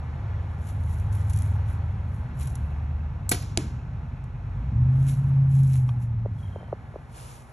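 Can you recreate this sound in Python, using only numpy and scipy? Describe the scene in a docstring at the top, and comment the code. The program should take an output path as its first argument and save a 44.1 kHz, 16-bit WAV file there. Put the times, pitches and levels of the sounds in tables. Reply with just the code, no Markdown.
"""An eight-cylinder engine rumbles far beyond a back yard, over traffic and faint insects, while clothes
rustle close to the phone. At 3.3 s a compound bow is shot: the release clicks, the string slaps home,
and a quarter second later the arrow thuds into a bag target by a fence. The engine revs once around 5 s.
As it settles a twig snaps, fingertips tap the phone's body, feet shift in dry leaves
and a far bird trills."""
import sys
import numpy as np
from scipy import signal
from scipy.fft import rfft, irfft, next_fast_len
from scipy.io import wavfile
from scipy.ndimage import uniform_filter1d

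SR = 44100
rng = np.random.default_rng(int(sys.argv[2]) if len(sys.argv) > 2 else 0)


def file_out(sig):
    """Save sig as 16-bit WAV at sys.argv[1]."""
    # one column per channel
    cols = np.atleast_2d(sig).T
    # limit, then scale
    lim = np.clip(cols, -1, 1)
    pcm = np.round(lim * 32767).astype(np.int16)
    wavfile.write(sys.argv[1], SR, pcm)


N = 331798
TIME = np.arange(N) / SR

# bright tone of rubbing fabric: (frequency [Hz], level [dB])
CLOTH_TONE = [(800, -13), (2000, -5.5), (4000, -11.5), (5000, -13.5), (7000, -7.5), (9000, -1),
              (10300, -1.5), (11300, -6), (12700, -22), (15000, -38.5)]


def undb(db):
    """Decibels to gain."""
    return 10 ** (np.asarray(db) / 20)


def unit(x):
    """Scale to rms 1."""
    return x / np.sqrt(np.mean(x ** 2))


def curves(table):
    """One control curve for each column after the time."""
    s, *columns = np.transpose(table)
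    return [np.interp(TIME, s, c) for c in columns]


def gain_at(hz, spectrum):
    """Gain of a (frequency [Hz], level [dB]) spectrum at given frequencies."""
    f, db = np.transpose(spectrum)
    return undb(np.interp(np.log(hz + 1), np.log(f), db))


def colour(x, spectrum):
    """Minimum-phase EQ with the given spectrum; keeps the power of white noise."""
    size = 8192
    gain = unit(gain_at(np.fft.rfftfreq(size, 1 / SR), spectrum))
    cepstrum = irfft(np.log(gain))
    fold = 1 + np.sign(np.fft.fftfreq(size))
    return signal.oaconvolve(x, irfft(np.exp(rfft(cepstrum * fold))))[:N]


def filtered(x, order, hz, kind="band"):
    """Band-, low- or high-pass filter."""
    return signal.sosfilt(signal.butter(order, hz, kind, fs=SR, output="sos"), x)


def noise():
    """White noise."""
    return rng.standard_normal(N)


def walk(rate):
    """Smooth random wander of rms 1, with rate new values a second."""
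    k = int(SR / rate)
    steps = np.repeat(rng.standard_normal(N // k + 1), k)
    return unit(uniform_filter1d(uniform_filter1d(steps, k), k)[:N])


def tone(hz):
    """A sine that follows a pitch curve."""
    return np.sin(2 * np.pi * np.cumsum(hz) / SR)


def impulse(s):
    """One instantaneous push at time s."""
    return np.bincount([int(s * SR)], minlength=N).astype(float)


def fade(s, t60):
    """Exponential decay that starts at time s."""
    return (TIME >= s) * undb(-60 * np.clip((TIME - s) / t60, 0, 4))


def delay(x, s):
    """The same sound s seconds later."""
    return np.r_[np.zeros(int(s * SR)), x][:N]


def ring(s, modes):
    """Damped modes struck at time s; neighbours swing in opposite directions."""
    return sum((-1) ** k * undb(db) * fade(s, t60) * np.sin(2 * np.pi * hz * (TIME - s))
               for k, (hz, db, t60) in enumerate(modes))


def spread(mid, side, width):
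    """Mid and side to stereo; the microphone ports differ most in the midrange."""
    side = filtered(side, 2, [600, 1500]) + 0.34 * side
    return mid + width * side * np.array([[1], [-1]])


def engine(waver=.005, flutter_db=1.75, burble_db=-7, burble_flutter_db=3, rough_db=-1):
    """Orders of the engine cycle beat against each other over a rough exhaust rumble."""
    # idle and one rev: (time [s], cycle rate [Hz], 5th order [dB], firing 8th [dB], 10th order [dB])
    running = [(0, 9.65, -44, -30, -48), (.3, 9.74, -41, -35, -35), (.6, 9.89, -43, -35, -34),
               (.85, 10.05, -37, -31, -30), (1.15, 10.19, -37, -30, -26), (1.5, 10.11, -39, -28, -26),
               (1.8, 10.02, -38, -28, -33), (2.1, 9.79, -40, -33, -34), (2.35, 9.5, -45, -37, -40),
               (2.6, 9.18, -44, -28, -48), (2.85, 9.28, -46, -30, -44), (3.1, 9.6, -41, -32, -41),
               (3.45, 9.6, -42, -42, -36), (3.8, 9.65, -40, -39, -42), (4.55, 9.65, -38, -43, -38),
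               (4.68, 12.72, -30, -35, -33), (4.8, 15.3, -33, -21, -36), (4.95, 16.58, -36, -19, -43),
               (5.12, 17.12, -36, -22, -42), (5.4, 16.92, -36, -20, -41), (5.6, 16.72, -35, -20, -41),
               (5.78, 16.37, -34, -19, -48), (5.95, 15.14, -46, -26, -48), (6.1, 14.45, -41, -27, -40),
               (6.28, 13.9, -48, -28, -40), (6.45, 12.11, -42, -37, -50), (6.7, 10.7, -54, -48, -43),
               (7.05, 9.87, -51, -57, -54), (7.5, 9.57, -54, -66, -63)]
    # weaker orders from each bank's uneven firing: (multiple of the cycle rate, level [dB])
    uneven_orders = [(3, 2), (6, -5.5), (7, -2), (9, -6.5), (11, -5.5), (12, -4), (13, -0.5), (14, -2),
                     (15, -4), (16, 1), (18, -5.5), (19, -5.5), (21, -7), (24, -6)]
    # what the exhaust and the distance let through: (frequency [Hz], level [dB])
    exhaust = [(20, -30), (35, -17), (48, -4), (75, 1), (110, 2), (140, -0.5), (170, -10.5), (240, -13),
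               (300, -24), (450, -45), (2000, -110)]
    # swell of the exhaust rumble: (time [s], level [dB])
    rumble_envelope = [(0, -38), (1.2, -35.5), (2.3, -34.5), (3.3, -35), (4.5, -38), (4.75, -29),
                       (5.1, -31.5), (5.8, -33.5), (6.3, -34.5), (6.6, -40.5), (7.1, -44.5), (7.52, -54.5)]
    rate, fifth_db, firing_db, tenth_db = curves(running)
    rumble_db, = curves(rumble_envelope)
    turn = 2 * np.pi * np.cumsum(rate * (1 + waver * walk(12))) / SR
    order = lambda k: np.sqrt(2) * np.sin(k * turn + rng.uniform(0, 2 * np.pi))
    strong = [(5, fifth_db), (8, firing_db), (10, tenth_db)]
    drone = sum(order(k) * undb(db + flutter_db * walk(9)) for k, db in strong)
    burble = sum(order(k) * gain_at(k * rate, exhaust) * undb(db + burble_flutter_db * walk(7))
                 for k, db in uneven_orders)
    roughness = undb(rough_db) * colour(noise(), exhaust)
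    return drone + undb(rumble_db) * (undb(burble_db) * burble + roughness)


def traffic(swell_db=0.76, whine_hz=850, whine_db=-12, whine_swell_db=3):
    """A wash of far road noise with a wandering tyre whine."""
    # tone of the distant road: (frequency [Hz], level [dB])
    road_tone = [(100, -12.5), (235, 2), (300, -6.5), (370, -4.5), (470, -6), (680, -5), (850, -3),
                 (1150, -8), (1900, -10.5), (2400, -18), (3200, -24.5), (6000, -35), (10300, -38),
                 (12500, -59)]
    # its slow ebb: (time [s], level [dB])
    road_envelope = [(0, -46), (1, -47), (2, -47), (2.8, -49), (3.8, -51.5), (4.5, -51), (5, -48.5),
                     (5.8, -52), (6.4, -52.5), (7, -53.5), (7.52, -54)]
    level_db, = curves(road_envelope)
    wash = spread(colour(noise(), road_tone), colour(noise(), road_tone), width=.38)
    whine = walk(110) * tone(whine_hz * (1 + .04 * walk(2)))
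    whine *= undb(whine_db + whine_swell_db * walk(3))
    return undb(level_db + swell_db * walk(6)) * (wash + whine)


def bass_width(db=-57):
    """A faint low rumble, opposite in left and right, that widens the engine."""
    return undb(db) * unit(filtered(noise(), 2, [30, 130])) * np.array([[1], [-1]])


def insects(insect_hz=2620, insect_db=-68, pulse_db=2):
    """A faint far chorus, one narrow band that comes and goes."""
    chorus = walk(420) * tone(insect_hz * (1 + .015 * walk(1.4)))
    presence_db, = curves([(0, -11), (1.8, -3), (3, 1), (4.6, 0.5), (5.8, -3), (6.4, -13.5)])
    return chorus * undb(insect_db + presence_db + pulse_db * walk(8))


def crackle(spectrum, grain_db):
    """Friction as dense tiny slips of very unequal size, 16 samples each."""
    slips = undb(grain_db * np.minimum(rng.exponential(size=N), 5))
    return unit(colour(noise() * np.repeat(slips, 16)[:N], spectrum))


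def clothes():
    """Fabric brushes in short strokes, before the shot and after it."""
    # two bouts of movement, each a list of (time [s], level [dB])
    bouts = [
        [(0.4, -80), (0.58, -70), (0.69, -50.5), (0.77, -67), (0.93, -53), (1.11, -71), (1.13, -51.5),
         (1.28, -61), (1.31, -48), (1.32, -58), (1.33, -49), (1.35, -55), (1.39, -52), (1.41, -49), (1.42, -55),
         (1.44, -52), (1.64, -75), (1.7, -54), (1.8, -76), (2.05, -79), (2.15, -62.5), (2.32, -84), (2.41, -45),
         (2.47, -50.5), (2.47, -43.5), (2.49, -54.5), (2.55, -61), (2.56, -50), (2.57, -63), (2.85, -82)],
        [(4.8, -86), (4.814, -84), (5.062, -53.5), (5.088, -39.5), (5.22, -65.5), (5.464, -73.5),
         (5.522, -54.5), (5.604, -50), (5.626, -63), (5.634, -51), (5.642, -57), (5.762, -46.5), (5.848, -67),
         (5.894, -60.5), (5.976, -76.5), (6.032, -57), (6.1, -84), (6.15, -83)],
    ]
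    strokes = sum(undb(curves(rows)[0]) * (TIME > rows[0][0]) * (TIME < rows[-1][0]) for rows in bouts)
    return strokes * crackle(CLOTH_TONE, grain_db=3.8)


def ticks(trim_db=-2):
    """Single sharp snaps among the rustle."""
    # tiny noise bursts: (time [s], level [dB], band centre [Hz], t60 [s])
    snaps = [(.9986, -42, 10000, .012), (1.1253, -44, 10000, .03), (1.284, -45, 9000, .015),
             (1.2967, -37, 9000, .06), (1.334, -32, 9000, .025), (1.3623, -35, 10000, .02),
             (1.3728, -34, 10000, .03), (1.3882, -31.5, 9000, .02), (1.421, -31, 9000, .015),
             (2.4094, -38, 10000, .03), (2.4304, -38, 10000, .03), (2.4733, -32, 9000, .012),
             (2.5551, -32.5, 8000, 0.013), (4.241, -49, 7000, .015), (5.0845, -40.5, 10000, .025),
             (5.6341, -39, 9000, .012)]
    bursts = sum(undb(db) * filtered(noise() * fade(s, t60), 1, [hz / 2, hz * 1.4])
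                 for s, db, hz, t60 in snaps)
    return undb(trim_db) * colour(bursts, CLOTH_TONE)


def bow(click_db=-12, chatter_db=-25, hook_db=-27, clack_db=-29, limb_db=-29, buzz_db=-26.5):
    """The release snaps open; the string drives the arrow off, slaps its stop and shakes the limbs."""
    # tone of the release click and of the string slap: (frequency [Hz], level [dB])
    click_tone = [(1000, -25), (3000, -22), (4500, -12), (6000, -6), (7500, -5), (8300, 0), (9700, 1),
                  (11300, 2), (13000, -21), (15500, -23)]
    slap_tone = [(300, 1), (700, -11.5), (1200, -8.5), (1900, -8), (2500, -18), (3400, -10), (4400, -7),
                 (6000, -11.5), (7800, -6), (9000, 0.5), (10200, -1.5), (11500, -7.5), (13000, -20),
                 (15500, -34)]
    # the string hits its stop: (time [s], level [dB], t60 [s])
    blows = [(3.3113, -28, .04), (3.3149, -16.5, .03), (3.3176, -20, .055)]
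    # ring of release hook, riser and fittings, limbs and string: (frequency [Hz], level [dB], t60 [s])
    hook_modes = [(5879, -12, .029), (7000, -11, .02), (7330, -2, .03), (7740, 12, .03), (7967, -6, .036),
                  (11390, -8, .025)]
    riser_modes = [(716, -3, .16), (1220, -6, .05), (1600, -2, .05), (1950, 0, .07), (2850, -5, .08),
                   (3250, -3, .05), (4300, -4, .04), (5250, -10, .09), (6320, -12, 0.1198),
                   (10372, -11, .2)]
    limb_modes = [(90, 0, .3), (175, -4, .18), (291, -6, .3), (384, -2, .17)]
    # slapback from walls near the archer: (delay [s], level [dB])
    walls = [(0.0166, -21.5), (0.0297, -16), (.107, -28)]
    # tone of the yard's tail and of the rattling fittings: (frequency [Hz], level [dB])
    tail_tone = [(120, -15), (300, 6), (600, 0), (1500, -2), (3500, -3), (6300, 0), (9000, -1),
                 (10500, 2.5), (12000, -9), (14000, -24), (16000, -36)]
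    buzz_tone = [(150, -10), (350, -2), (850, -6), (1800, -2), (4000, -7), (9000, -22), (15000, -45.5)]
    click_envelope = undb(click_db) * fade(3.2932, .005) + undb(chatter_db) * fade(3.2955, .035)
    click = colour(noise() * click_envelope, click_tone)
    hook = undb(hook_db) * ring(3.2925, hook_modes)
    slap = colour(noise() * sum(undb(db) * fade(s, t60) for s, db, t60 in blows), slap_tone)
    clack = undb(clack_db) * ring(3.3178, riser_modes)
    # the string swings at 150 Hz and rattles the fittings once a cycle
    swing = 1 + 0.54 * np.cos(2 * np.pi * 150 * (TIME - 3.319))
    buzz = undb(buzz_db) * colour(noise() * swing * fade(3.316, .11), buzz_tone)
    # the heavy limbs take a moment to start swinging
    limbs = undb(limb_db) * ring(3.322, limb_modes) * (1 - fade(3.322, .025))
    shot = click + slap + buzz + clack + limbs
    echoes = sum(undb(db) * delay(shot, s) for s, db in walls)
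    tail = yard(3.318, tail_tone, t60=0.57, treble_t60=.36, db=-35)
    # the bow stands beside the phone, so the ports hear it a little differently
    return spread(shot, delay(shot, 0.00095), width=.15) + hook + echoes + tail


def yard(s, spectrum, t60, treble_t60, db):
    """Diffuse scatter from fence, trees and ground after a blow at time s; the treble dies sooner."""
    tails = []
    for _ in range(2):
        grain = noise()
        low = filtered(grain, 3, 7000, "low") * fade(s, t60)
        high = filtered(grain, 3, 7000, "high") * fade(s, treble_t60)
        attack = 1 - fade(s, .03)
        tails.append(colour((low + high) * attack, spectrum))
    return undb(db) * spread(*tails, width=.35)


def target(snap_db=3, tear_db=-19, bag_db=-24):
    """The arrow snaps through the cover and tears into the filling; the thump echoes off the fence."""
    # body of the bag: (frequency [Hz], level [dB], t60 [s])
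    bag_modes = [(103, -1, 0.25), (231.6, -4, 0.25), (300, 2, 0.046), (375, -1, .035), (640, -8.5, .025)]
    # tone of the puncture, and of the yard's tails after puncture and thump: (frequency [Hz], level [dB])
    puncture_tone = [(700, -1), (1150, -19), (1900, -5.5), (2600, -7), (3600, -3.5), (4900, -6), (6000, -7),
                     (7500, -5), (9000, -2), (10400, -5.5), (11400, -25), (12800, -43.5), (15500, -44)]
    bright_scatter = [(300, -6), (700, 1.5), (1200, -0.5), (2200, 0), (4000, -5.5), (7500, -3), (10300, -4),
                      (12000, -18), (14000, -40)]
    dark_scatter = [(50, -21), (110, -1), (240, 1), (350, -9.5), (550, -24), (1500, -55), (4000, -90)]
    snap = undb(snap_db) * impulse(3.5746)
    tear = undb(tear_db) * noise() * fade(3.5746, .012)
    thump = undb(bag_db) * ring(3.5758, bag_modes)
    fence_echo = undb(bag_db) * ring(3.5818, bag_modes)
    bright_tail = yard(3.576, bright_scatter, t60=0.51, treble_t60=0.35, db=-40.5)
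    dark_tail = yard(3.58, dark_scatter, t60=.42, treble_t60=.2, db=-29)
    return colour(snap + tear, puncture_tone) + thump + fence_echo + bright_tail + dark_tail


def twig(s=5.8905, wood_db=-39.5, crack_db=-42):
    """A dry twig gives way underfoot: a crack and a short woody ring."""
    # ring of the wood: (frequency [Hz], level [dB], t60 [s])
    wood_modes = [(720, -1, .04), (950, 0, .035), (1170, 0, .03), (2480, -3, 0.022), (3230, -3, 0.016),
                  (3870, -9, 0.015), (5580, -14, .015)]
    crack_tone = [(350, -8), (700, 3), (1150, 3), (1700, -5), (3600, -2), (6000, -16), (12000, -36)]
    crack = colour(noise() * fade(s, .03), crack_tone)
    return undb(wood_db) * ring(s, wood_modes) + undb(crack_db) * crack


def taps(dispersion=0.191, rebound_db=-17):
    """Bending waves in the phone's body: the higher ones travel faster, so each tap chirps down."""
    # fingertips land: (time [s], peak level [dB], hardness [factor on the pitch])
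    touches = [(6.254, -36.5, 0.92), (6.2611, -24.5, 0.95), (6.5619, -27, 0.99), (6.612, -40, 1.05),
               (6.631, -36.5, 1.2), (6.6865, -40, 1.1), (6.73, -17.5, 1), (6.943, -37, 1.03),
               (6.961, -26.5, 0.96)]
    # tone of a soft fingertip on the case: (frequency [Hz], level [dB])
    tap_tone = [(100, -51), (250, -17), (370, -5), (500, 0.5), (650, -1.5), (820, -11.5), (1200, -20.5),
                (1800, -36.5), (4000, -81)]
    hz = np.fft.rfftfreq(2048, 1 / SR)
    # the travel time goes as one over the root of the frequency
    travel = np.exp(-4j * np.pi * dispersion * np.sqrt(hz))
    knocks = np.zeros(N)
    for s, db, hardness in touches:
        wave = irfft(gain_at(hz / hardness, tap_tone) * travel)
        crest_s = np.argmax(np.abs(signal.hilbert(wave))) / SR
        knocks += undb(db) * signal.oaconvolve(impulse(s - crest_s), wave / np.abs(wave).max())[:N]
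    return knocks + undb(rebound_db) * delay(knocks, .0052)


def leaves():
    """Feet shift in dry leaves: a wide, grainy crunch."""
    # the shuffle: (time [s], level [dB])
    shuffle = [(6.3, -83), (6.4, -64), (6.7, -77), (7.08, -71), (7.17, -49), (7.3, -50), (7.38, -54),
               (7.45, -63), (7.52, -64.5)]
    # tone of dry leaves: (frequency [Hz], level [dB])
    leaf_tone = [(250, -7), (500, -1.5), (1000, -7), (1900, -12), (2700, -10), (4000, -14.5), (6000, -13),
                 (8500, -10.5), (10500, -8), (11700, -16.5), (13000, -34.5), (15000, -55)]
    level_db, = curves(shuffle)
    crunch = spread(crackle(leaf_tone, grain_db=2), crackle(leaf_tone, grain_db=-0.5), width=1.1)
    return undb(level_db) * crunch


def bird(trill_hz=42, trill_depth=.5, waver=.008, rough=.6):
    """A thin, pulsing note that sinks slightly; scatter through the leaves roughens it."""
    # one far trill: (time [s], pitch [Hz], level [dB])
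    call = [(6.35, 3320, -93), (6.39, 3290, -64), (6.46, 3250, -62), (6.54, 3190, -68), (6.66, 3130, -71),
            (6.78, 3060, -90)]
    hz, db = curves(call)
    pulse = (1 + trill_depth * np.sin(2 * np.pi * trill_hz * TIME)) * (1 + rough * walk(180))
    singing = (TIME > call[0][0]) * (TIME < call[-1][0])
    return singing * undb(db) * pulse * tone(hz * (1 + waver * walk(150)))


def scene():
    """Everything that reaches the phone, in stereo."""
    bed = engine() + traffic() + bass_width() + insects()
    return bed + clothes() + ticks() + bow() + target() + twig() + taps() + leaves() + bird()


def record(dry, top_hz=15700):
    """The two microphone ports hear the treble out of step; a steep low-pass cuts the top."""
    # how far the left port leads the right: (frequency [Hz], phase [rad])
    port_phase = [(0, 0), (600, 0.2), (1200, -0.14), (1900, -2), (2600, 1.05), (4200, 0.35), (4800, 3),
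                  (5400, 6.5), (6100, 6), (8500, 9.5), (9500, 9.5), (11800, 13.5), (16000, 13.5)]
    size = next_fast_len(N + SR)
    lead = np.interp(np.fft.rfftfreq(size, 1 / SR), *np.transpose(port_phase))
    shift = np.exp(.5j * lead * np.array([[1], [-1]]))
    ports = irfft(rfft(dry, size) * shift, size)[:, :N]
    return signal.sosfilt(signal.ellip(8, .2, 70, top_hz, fs=SR, output="sos"), ports)


dry = scene()
out = record(dry)
file_out(out)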